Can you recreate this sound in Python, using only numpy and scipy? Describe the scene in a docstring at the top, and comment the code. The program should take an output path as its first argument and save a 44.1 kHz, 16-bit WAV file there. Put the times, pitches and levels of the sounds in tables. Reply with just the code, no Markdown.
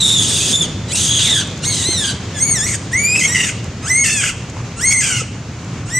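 """A low far rumble, an airy wash and a soft hiss lie under a forest floor. At once a baby monkey lets out
two shrill screams, its vocal folds slipping between pure tone, period doubling and chaos; the ground and
the trees throw the sound back. Dry leaves tick, then from 1.6 s come five arched squeals that break into
rasps, with dull knocks and more ticks among them. A sixth squeal is still rising as the scene ends."""
import sys
import numpy as np
from scipy import signal
from scipy.fft import rfft, irfft, next_fast_len
from scipy.io import wavfile
from scipy.ndimage import uniform_filter1d

SR = 44100
rng = np.random.default_rng(int(sys.argv[2]) if len(sys.argv) > 2 else 0)


def generate_wav(signal):
    """Clip the signal to [-1, 1] and save it as 16-bit WAV at the path in sys.argv[1]."""
    frames = np.transpose(np.atleast_2d(signal))
    scaled = np.clip(frames, -1, 1) * 32767
    pcm = np.round(scaled).astype(np.int16)
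    wavfile.write(sys.argv[1], SR, pcm)


N = 264159

# tone colour of the three background beds: f/Hz, relative level/dB
RUMBLE_EQ = [(20, -40), (32, -36), (45, -9), (62, -11.5), (85, 0), (115, 3), (160, -3.5), (250, -10.5),
             (400, -21.5), (700, -28.5), (1500, -69.5)]
WASH_EQ = [(25, -48), (100, -31), (160, 5), (250, 0), (450, -3.5), (700, -12), (1200, -16.5), (3000, -15.5),
           (7000, -17.5), (11000, -46)]
HISS_EQ = [(300, -6), (700, -0.5), (1150, 0.5), (1700, -3), (2500, -3.5), (3800, -13.5), (5500, -11.5),
           (6700, -6), (7800, -14), (9000, -24), (10500, -28.5), (15500, -59)]
# slow fader ride on the wash of open air: t/s, level/dB
WASH_RIDE = [(0, -32.5), (.47, -26.5), (.7, -29.5), (1.2, -29.5), (2.7, -31), (3, -31.5), (3.5, -31),
             (3.95, -35.5), (4.4, -36.5), (6, -36)]
# stereo image of the beds: f/Hz, left-right likeness/0-1
BED_LIKENESS = [(30, 1), (120, 1), (400, 0.99), (1000, 0.91), (4000, 0.7), (9000, 0), (15000, 0)]
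# clear ticks of dry leaves: t/s, peak level/dB
LEAF_TICKS = [(1.474, -20), (1.577, -25), (1.591, -28), (3.643, -25), (4.498, -22.5), (5.647, -31)]
# tone colour of a tick: f/Hz, relative level/dB
LEAF_EQ = [(800, -20), (2500, -33), (7000, 29), (11000, -9), (15500, -24)]
# dull knocks: t/s, envelope peak/dB, f/Hz, rise time/s
KNOCKS = [(1.8884, -12.5, 330, 0.0022), (4.5685, -20, 900, 0.00062), (4.602, -28, 1150, 0.0016),
          (5.217, -22, 467, 0.0021)]
# reverb tail of the trees: f/Hz, t60/s
WOODS_DECAY = [(500, 0.15), (3000, 0.74), (7000, 0.58), (10000, 0.38), (15000, 0.25)]

# pitch curve of each cry, start to end: t/s, f/Hz
SCREAM_1 = [(0.0, 3955), (0.03, 3643), (0.15, 3650), (0.2, 3422), (0.52, 3322), (0.56, 3578), (0.606, 3566),
            (0.64, 3314), (0.668, 2740)]
SCREAM_2 = [(0.875, 1892), (0.913, 2020), (0.938, 2705), (0.96, 2662), (0.999, 3172), (1.111, 3304),
            (1.2, 3256), (1.31, 3730), (1.35, 3378), (1.408, 3180), (1.444, 2720)]
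SQUEAL_1 = [(1.615, 1266), (1.645, 1449), (1.656, 2100), (1.685, 2182), (1.805, 2012), (1.829, 1805),
            (1.869, 2040), (1.916, 2125), (2.049, 1615), (2.115, 1573), (2.141, 1365)]
SQUEAL_2 = [(2.33, 1800), (2.392, 1662), (2.405, 2057), (2.455, 2260), (2.529, 2183), (2.585, 1726),
            (2.611, 1670), (2.685, 2206), (2.725, 2052), (2.772, 1384)]
SQUEAL_3 = [(2.91, 1518), (2.937, 1940), (2.985, 2230), (3.01, 2255), (3.196, 2623), (3.213, 2058),
            (3.267, 2175), (3.282, 1840), (3.331, 1959), (3.45, 1870), (3.529, 1397)]
SQUEAL_4 = [(3.82, 1217), (3.857, 1300), (3.905, 1999), (4.0, 2195), (4.04, 2154), (4.052, 1789),
            (4.145, 1777), (4.21, 1609), (4.28, 1596), (4.33, 1222)]
SQUEAL_5 = [(4.76, 1306), (4.799, 1403), (4.828, 1905), (4.86, 2138), (4.93, 2217), (4.961, 2022),
            (4.974, 2139), (5.007, 2069), (5.02, 1688), (5.12, 1488), (5.195, 1396), (5.249, 1100)]
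SQUEAL_6 = [(5.853, 1273), (5.894, 1398), (5.907, 1747), (5.94, 1953), (6.02, 2067)]
PITCHES = [SCREAM_1, SCREAM_2, SQUEAL_1, SQUEAL_2, SQUEAL_3, SQUEAL_4, SQUEAL_5, SQUEAL_6]
# dynamics of those cries: attack/s, release/s, lower throat band/dB, upper throat band/dB,
# sag by the end/dB (negative swells), extra flutter in breaks/dB
CRY_DYNAMICS = [(0.00067, 0.038, -15, -19, -0.1, -0.8), (0.057, 0.034, -21.5, -18, 4, -0.3),
                (0.025, .03, -24.5, -21, 4.5, 0), (0.079, 0.019, -31, -18, 3.5, .5),
                (.026, 0.029, -19, -19.5, 4, 3.1), (.088, 0.033, -17.5, -16, 8, 0.5),
                (0.082, 0.043, -18, -15.5, 10, -1.8), (0.1, 0.0018, -22, -20.5, -7.5, 0)]
# a second, lower tone that splits off in each scream: t/s, f/Hz, level/dB
UNDERTONE_1 = [(.22, 3100, -32), (.33, 2910, -37), (.42, 2560, -29), (.48, 2740, -32), (.54, 3106, -52)]
UNDERTONE_2 = [(1.14, 3050, -27), (1.22, 2750, -38), (1.27, 2136, -28), (1.33, 1897, -34.5),
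               (1.38, 1640, -24.5), (1.42, 1606, -32), (1.445, 1290, -32)]
# throat resonances with the lips drawn back, lower and upper band: f/Hz, relative level/dB
BARED_LOW = [(900, -35), (1500, -6.5), (2100, -8.5), (2600, -2), (3100, 0), (3600, 6.5), (4000, 4.5),
             (4600, -15.5), (5600, -67)]
BARED_HIGH = [(3800, -24.5), (4600, -0.5), (5300, -7.5), (5850, 2), (6250, 0), (6700, 3.5), (7500, -1),
              (8450, 3.5), (8850, -7), (9400, -0.5), (10100, -13), (10700, -14), (12000, -20.5),
              (15500, -40)]
# throat resonances with the mouth rounded, lower and upper band: f/Hz, relative level/dB
ROUNDED_LOW = [(900, -59), (1300, 8.5), (1800, -2), (2060, 17), (2350, 9.5), (2750, 11.5), (3150, 6.5),
               (3780, -10.5), (4200, -84), (5400, -37)]
ROUNDED_HIGH = [(3800, -17), (4560, -9), (4950, -4), (5400, -7.5), (5950, 1.5), (6300, -6), (6700, 5),
                (7500, -3.5), (8450, 3.5), (9000, -10), (10200, -20.5), (11300, -15.5), (12800, -32.5),
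                (15500, -57)]
# voice breaks, where the folds slip into another way of vibrating:
# start/s, end/s, roughness (1 is full), period doubling/0-1, lift of the lower band/dB
VOICE_BREAKS = [(-.01, .225, 0.54, 0.63, .5), (0.223, 0.529, 1.05, 0.92, -6.5),
                (0.529, .57, 0.42, 0.66, 0.5), (0.566, 0.607, 0.3, .1, -18), (0.618, .68, .32, 0.76, -1),
                (0.86, 0.925, 0.46, 0.98, 3.5), (0.951, 1.087, 0.96, 0.67, -0.5),
                (1.09, 1.188, 0.52, 0.58, 5.5), (1.189, 1.31, 0.92, 0.93, 7), (1.31, 1.45, 0.61, 0.91, 7),
                (1.63, 1.739, 0.45, 0.3, 0.5), (1.724, 1.853, 0.7, 1, 1), (1.845, 2.032, .3, 0.4, 5.5),
                (2.034, 2.14, 0.61, .05, 6), (2.327, 2.396, 0.33, 0, 13.5), (2.549, 2.644, 0.18, 0, 4),
                (2.664, 2.755, 0.87, .11, 6.5), (3.151, 3.182, 0.53, .05, -0.5),
                (3.19, 3.263, 0.53, 0.95, 1), (3.266, 3.346, 0.18, 0.3, -8.5),
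                (3.32, 3.462, 0.59, 0.73, -3), (3.468, 3.53, 0.76, 1, -3), (4.038, 4.114, .67, 1, -1),
                (4.113, 4.216, 0.33, 1, -2), (4.21, 4.334, 0.89, 0.75, 2.5),
                (4.855, 4.908, .16, 0.42, -1.5), (4.905, 4.932, 0.64, 0.93, 1),
                (5.004, 5.1, 0.72, 0.82, -1.5), (5.103, 5.25, 0.62, 0.7, 1.5)]
# brief surges and dips of the voice: t/s, lower band/dB, upper band/dB
SURGES = [(.593, 5, -2), (.937, -12, -0.5), (1.33, 4, -2), (1.68, -8, 4), (2.435, -17, 6), (2.52, -27, 5.5),
          (2.937, 4, -0.5), (2.957, 6.5, -9.5), (3.058, 0.5, 5.5), (3.205, 1.5, 4), (3.25, 2, 2.5),
          (3.283, -6, 1.5), (3.325, 5, 0.5), (3.36, 7, 2), (3.408, 7.5, 1.5), (3.495, 7, 0.5),
          (3.915, 2.5, -0.5), (4.894, -15, 2)]

EDGE_HZ = 15700


def gain_of(db):
    """Decibels to a gain factor."""
    return 10 ** (np.asarray(db) / 20)


def unit_rms(x):
    """Normalises to rms 1."""
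    return x / np.sqrt(np.mean(abs(x) ** 2) + 1e-20)


def curve_at(points, hz):
    """Reads a curve on a log-frequency axis."""
    f, value = np.transpose(points)
    return np.interp(np.log(hz + 1), np.log(f + 1), value)


def add(mix, start_s, sound):
    """Drops a sound into the mix."""
    part = mix[max(round(start_s * SR), 0):][:len(sound)]
    part += sound[:len(part)]


def equalise(x, curve):
    """Filters by an EQ curve of f/Hz, level/dB."""
    size = next_fast_len(len(x) + 1024)
    gain = gain_of(curve_at(curve, np.fft.rfftfreq(size, 1 / SR)))
    return irfft(rfft(x, size) * gain, size)[:len(x)]


def flutter(size, hz):
    """Complex noise of rms 1, rolled off above hz."""
    f = np.fft.fftfreq(next_fast_len(size), 1 / SR)
    real, imag = rng.standard_normal((2, len(f)))
    return unit_rms(np.fft.ifft((real + 1j * imag) / np.sqrt(1 + (f / hz) ** 4))[:size])


def wander(size, hz):
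    """Random modulator of rms 1, rolled off above hz."""
    return unit_rms(flutter(size, hz).real)


def stereo(mid, side, likeness):
    """Left and right of a given likeness from two unrelated signals."""
    likeness = np.clip(likeness, 0, 1)
    mid, side = mid * np.sqrt((1 + likeness) / 2), side * np.sqrt((1 - likeness) / 2)
    return np.array([mid + side, mid - side])


def compress(x, window=900, amount=0.94):
    """Irons out most of the level; it still swells where a harmonic crosses a resonance."""
    power = uniform_filter1d(uniform_filter1d(x ** 2, window), window) + 1e-12
    return unit_rms(x / power ** (amount / 2))


def noise_bed(eq, level_db, swell_db, swell_hz):
    """Distant, gently swelling noise, centred in the bass and wide in the treble."""
    hz = np.fft.rfftfreq(N, 1 / SR)
    white = stereo(*rfft(rng.standard_normal((2, N))), curve_at(BED_LIKENESS, hz))
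    noise = irfft(white * gain_of(curve_at(eq, hz)), N)
    return gain_of(level_db) * unit_rms(noise * gain_of(swell_db * wander(N, swell_hz)))


def leaves(decay_s=0.0025, faint_db=-44, faint_per_s=7):
    """Dry leaves snap under the animals: a few clear ticks among faint random ones."""
    out, t = np.zeros(N), np.arange(1024) / SR
    draws = rng.random((64, 2))
    faint = [(when / faint_per_s * len(draws), faint_db + 10 * force) for when, force in draws]
    for start, db in LEAF_TICKS + faint:
        snap = equalise(rng.standard_normal(len(t)) * np.exp(-t / decay_s), LEAF_EQ)
        add(out, start, gain_of(db) * snap / abs(snap).max())
    return out


def knocks():
    """Dull knocks: sine blips that die within a few cycles."""
    out, t = np.zeros(N), np.arange(2048) / SR
    for start, db, hz, rise in KNOCKS:
        envelope = t / rise * np.exp(1 - t / rise)
        add(out, start, -gain_of(db) * envelope * np.sin(2 * np.pi * hz * t))
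    return out


def forest_echo(x, t60s, predelay_s, likeness, spacing=16):
    """Scattered reflections of random sign, each band dying at its own speed."""
    taps = np.zeros((2, SR))
    slots = np.arange(round(predelay_s * SR), SR - spacing, spacing)
    arrivals = slots + rng.integers(0, spacing, (2, len(slots)))
    np.put_along_axis(taps, arrivals, rng.choice([-1., 1.], arrivals.shape), 1)
    hz, t, bands = signal.stft(taps, SR, nperseg=256)
    decay = gain_of(-60 * t / curve_at(t60s, hz)[:, None])
    tail = signal.istft(bands * decay, SR)[1]
    tail = stereo(*(tail / np.linalg.norm(tail, axis=1, keepdims=True)), likeness)
    return signal.fftconvolve(x[None], tail, axes=1)[:, :N]


def undertone(rows, width_hz=100):
    """Under great strain the folds also vibrate at a second, unrelated and hoarse pitch."""
    times, *columns = np.transpose(rows)
    t = np.arange(times[0], times[-1], 1 / SR)
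    hz, db = (np.interp(t, times, c) for c in columns)
    tone = (flutter(len(t), width_hz) * np.exp(2j * np.pi * np.cumsum(hz) / SR)).real
    return times[0], gain_of(db) * unit_rms(tone) * signal.windows.tukey(len(t), .1)


def voice_breaks(t, slip_s=0.0081):
    """How far the folds have slipped into a break, and the roughness, doubling and lift it brings."""
    start, end, *columns = np.transpose(VOICE_BREAKS)
    inside = np.clip(.5 + np.minimum(t[:, None] - start, end - t[:, None]) / slip_s, 0, 1)
    total = inside.sum(1)
    return np.minimum(total, 1), *(inside @ c / np.maximum(total, 1) for c in columns)


def surges(t, width_s=0.0098):
    """Quick swells and dips of the lower and the upper band, in dB."""
    times, *columns = np.transpose(SURGES)
    bells = np.exp(-.5 * ((t[:, None] - times) / width_s) ** 2)
    return [bells @ c for c in columns]


def vocal_folds(hz, rough, doubling, second_gain, air=0.087, overtone_db=2.15, rolloff_hz=9800):
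    """Strain makes the folds' cycles uneven, alternately strong and weak, and at last chaotic."""
    size = len(hz)
    quaver = 0.00835 * wander(size, hz=45)
    jitter = 0.051 * rough ** 2 * wander(size, hz=250)
    hz = hz * (1 + quaver + jitter)
    phase = 2 * np.pi * np.cumsum(hz) / SR
    # the higher the pitch, the sooner partials smear into bands; low rasps keep a pitched core
    strain = rough * (hz / 3000) ** .3
    chaos = np.clip((strain / .68) ** 3, 0, 1)
    voiced = np.zeros(size)
    for step in range(2, 17):
        k = step / 2  # period doubling puts partials halfway between the harmonics
        rolloff = (k * hz < EDGE_HZ) / np.sqrt(1 + (k * hz / rolloff_hz) ** 6)
        weight = (doubling ** 2 if step % 2 else 1) * (second_gain if k == 2 else 1)
        swell = gain_of(overtone_db * wander(size, hz=22))
        smear = np.sqrt(1 - chaos) + np.sqrt(chaos) * flutter(size, .05 * hz.mean() * k ** 1.3)
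        voiced += weight * rolloff * swell * (smear * np.exp(1j * k * phase)).real
    growl = (flutter(size, hz=110) * np.exp(.5j * phase)).real  # an octave below
    voiced += 0.082 * doubling ** 2 * growl
    # turbulent air leaves in one puff a cycle
    puffs = unit_rms((1 + .5 * np.cos(phase)) * rng.standard_normal(size))
    shimmer = gain_of(-0.2 * rough * wander(size, hz=470))
    return (unit_rms(voiced) + (air + strain ** 2) * puffs) * shimmer


def cry(pitch, attack, release, lower_db, upper_db, sag_db, sputter_db, low_eq, high_eq,
        onset_db=-25, offset_db=-18.5, flutter_db=0.85, flutter_hz=30):
    """One cry: the folds sound through the lower and the upper band of the throat."""
    times, hz = np.transpose(pitch)
    t = np.arange(times[0], times[-1], 1 / SR)
    rising = np.clip(1 - (t - t[0]) / attack, 0, 1)
    dying = np.clip(1 - (t[-1] - t) / release, 0, 1)
    sag = np.linspace(0, 1, len(t)) ** 2.57  # ever faster as the air runs out
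    effort_db = onset_db * rising + offset_db * dying - sag_db * sag
    broken, rough, doubling, lift_db = voice_breaks(t)
    # between breaks the voice is nearly pure, a little husky while it swells or dies
    clear = 1 - broken
    rough = np.clip(rough + clear * (0.063 + 0.065 * (rising + dying)), 0, 1)
    doubling = np.clip(doubling + clear * .04, 0, 1)
    second_gain = gain_of(-6.5 * clear)  # near-symmetric vibration weakens the second harmonic
    source = vocal_folds(np.interp(t, times, hz), rough, doubling, second_gain)
    low_surge_db, high_surge_db = surges(t)
    low_flutter_db = (flutter_db + sputter_db * broken) * wander(len(t), flutter_hz)
    low_db = lower_db + lift_db + low_surge_db + low_flutter_db
    high_db = upper_db + high_surge_db + flutter_db * wander(len(t), flutter_hz)
    low = gain_of(low_db) * compress(equalise(source, low_eq))
    high = gain_of(high_db) * compress(equalise(source, high_eq))
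    fade = np.clip(np.minimum(t - t[0], t[-1] - t) / .008, 0, 1)
    return times[0], (low + high) * gain_of(effort_db) * fade


def monkey(bared_cries=3, direct_db=-0.54, ground_db=-11, woods_db=-15):
    """Eight cries, with a quick splash off the leafy ground and a faint tail from the trees."""
    voice = np.zeros(N)
    for k, (pitch, dynamics) in enumerate(zip(PITCHES, CRY_DYNAMICS)):
        throat = (BARED_LOW, BARED_HIGH) if k < bared_cries else (ROUNDED_LOW, ROUNDED_HIGH)
        add(voice, *cry(pitch, *dynamics, *throat))
    for rows in (UNDERTONE_1, UNDERTONE_2):
        add(voice, *undertone(rows))
    # dry leaves scatter short waves best
    bright = equalise(voice, [(2000, -7), (4000, -0.5), (7000, 8.0), (12000, 15.5)])
    ground = forest_echo(bright, t60s=[(2000, 0.17), (10000, 0.036)], predelay_s=.0005, likeness=0.34)
    woods = forest_echo(voice, WOODS_DECAY, predelay_s=.015, likeness=0.86)
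    return gain_of(direct_db) * voice + gain_of(ground_db) * ground + gain_of(woods_db) * woods


def scene():
    """The mix: the monkey up front, over three noise beds, leaf ticks and knocks."""
    wash_db = np.interp(np.arange(N) / SR, *np.transpose(WASH_RIDE))
    rumble = noise_bed(RUMBLE_EQ, level_db=-26, swell_db=1, swell_hz=4.2)
    wash = noise_bed(WASH_EQ, level_db=wash_db, swell_db=1.67, swell_hz=10.0)
    hiss = noise_bed(HISS_EQ, level_db=-36.5, swell_db=1.93, swell_hz=6.8)
    return monkey() + rumble + wash + hiss + leaves() + knocks()


def record(dry):
    """Master chain: a soft clip rounds off the highest peaks, then a steep low-pass trims the top."""
    rounded = dry / (1 + (dry / .92) ** 8) ** (1 / 8)
    lowpass = signal.firwin(511, EDGE_HZ, window=("kaiser", 9), fs=SR)
    return signal.oaconvolve(rounded, lowpass[None], "same")


dry = scene()
out = record(dry)
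generate_wav(out)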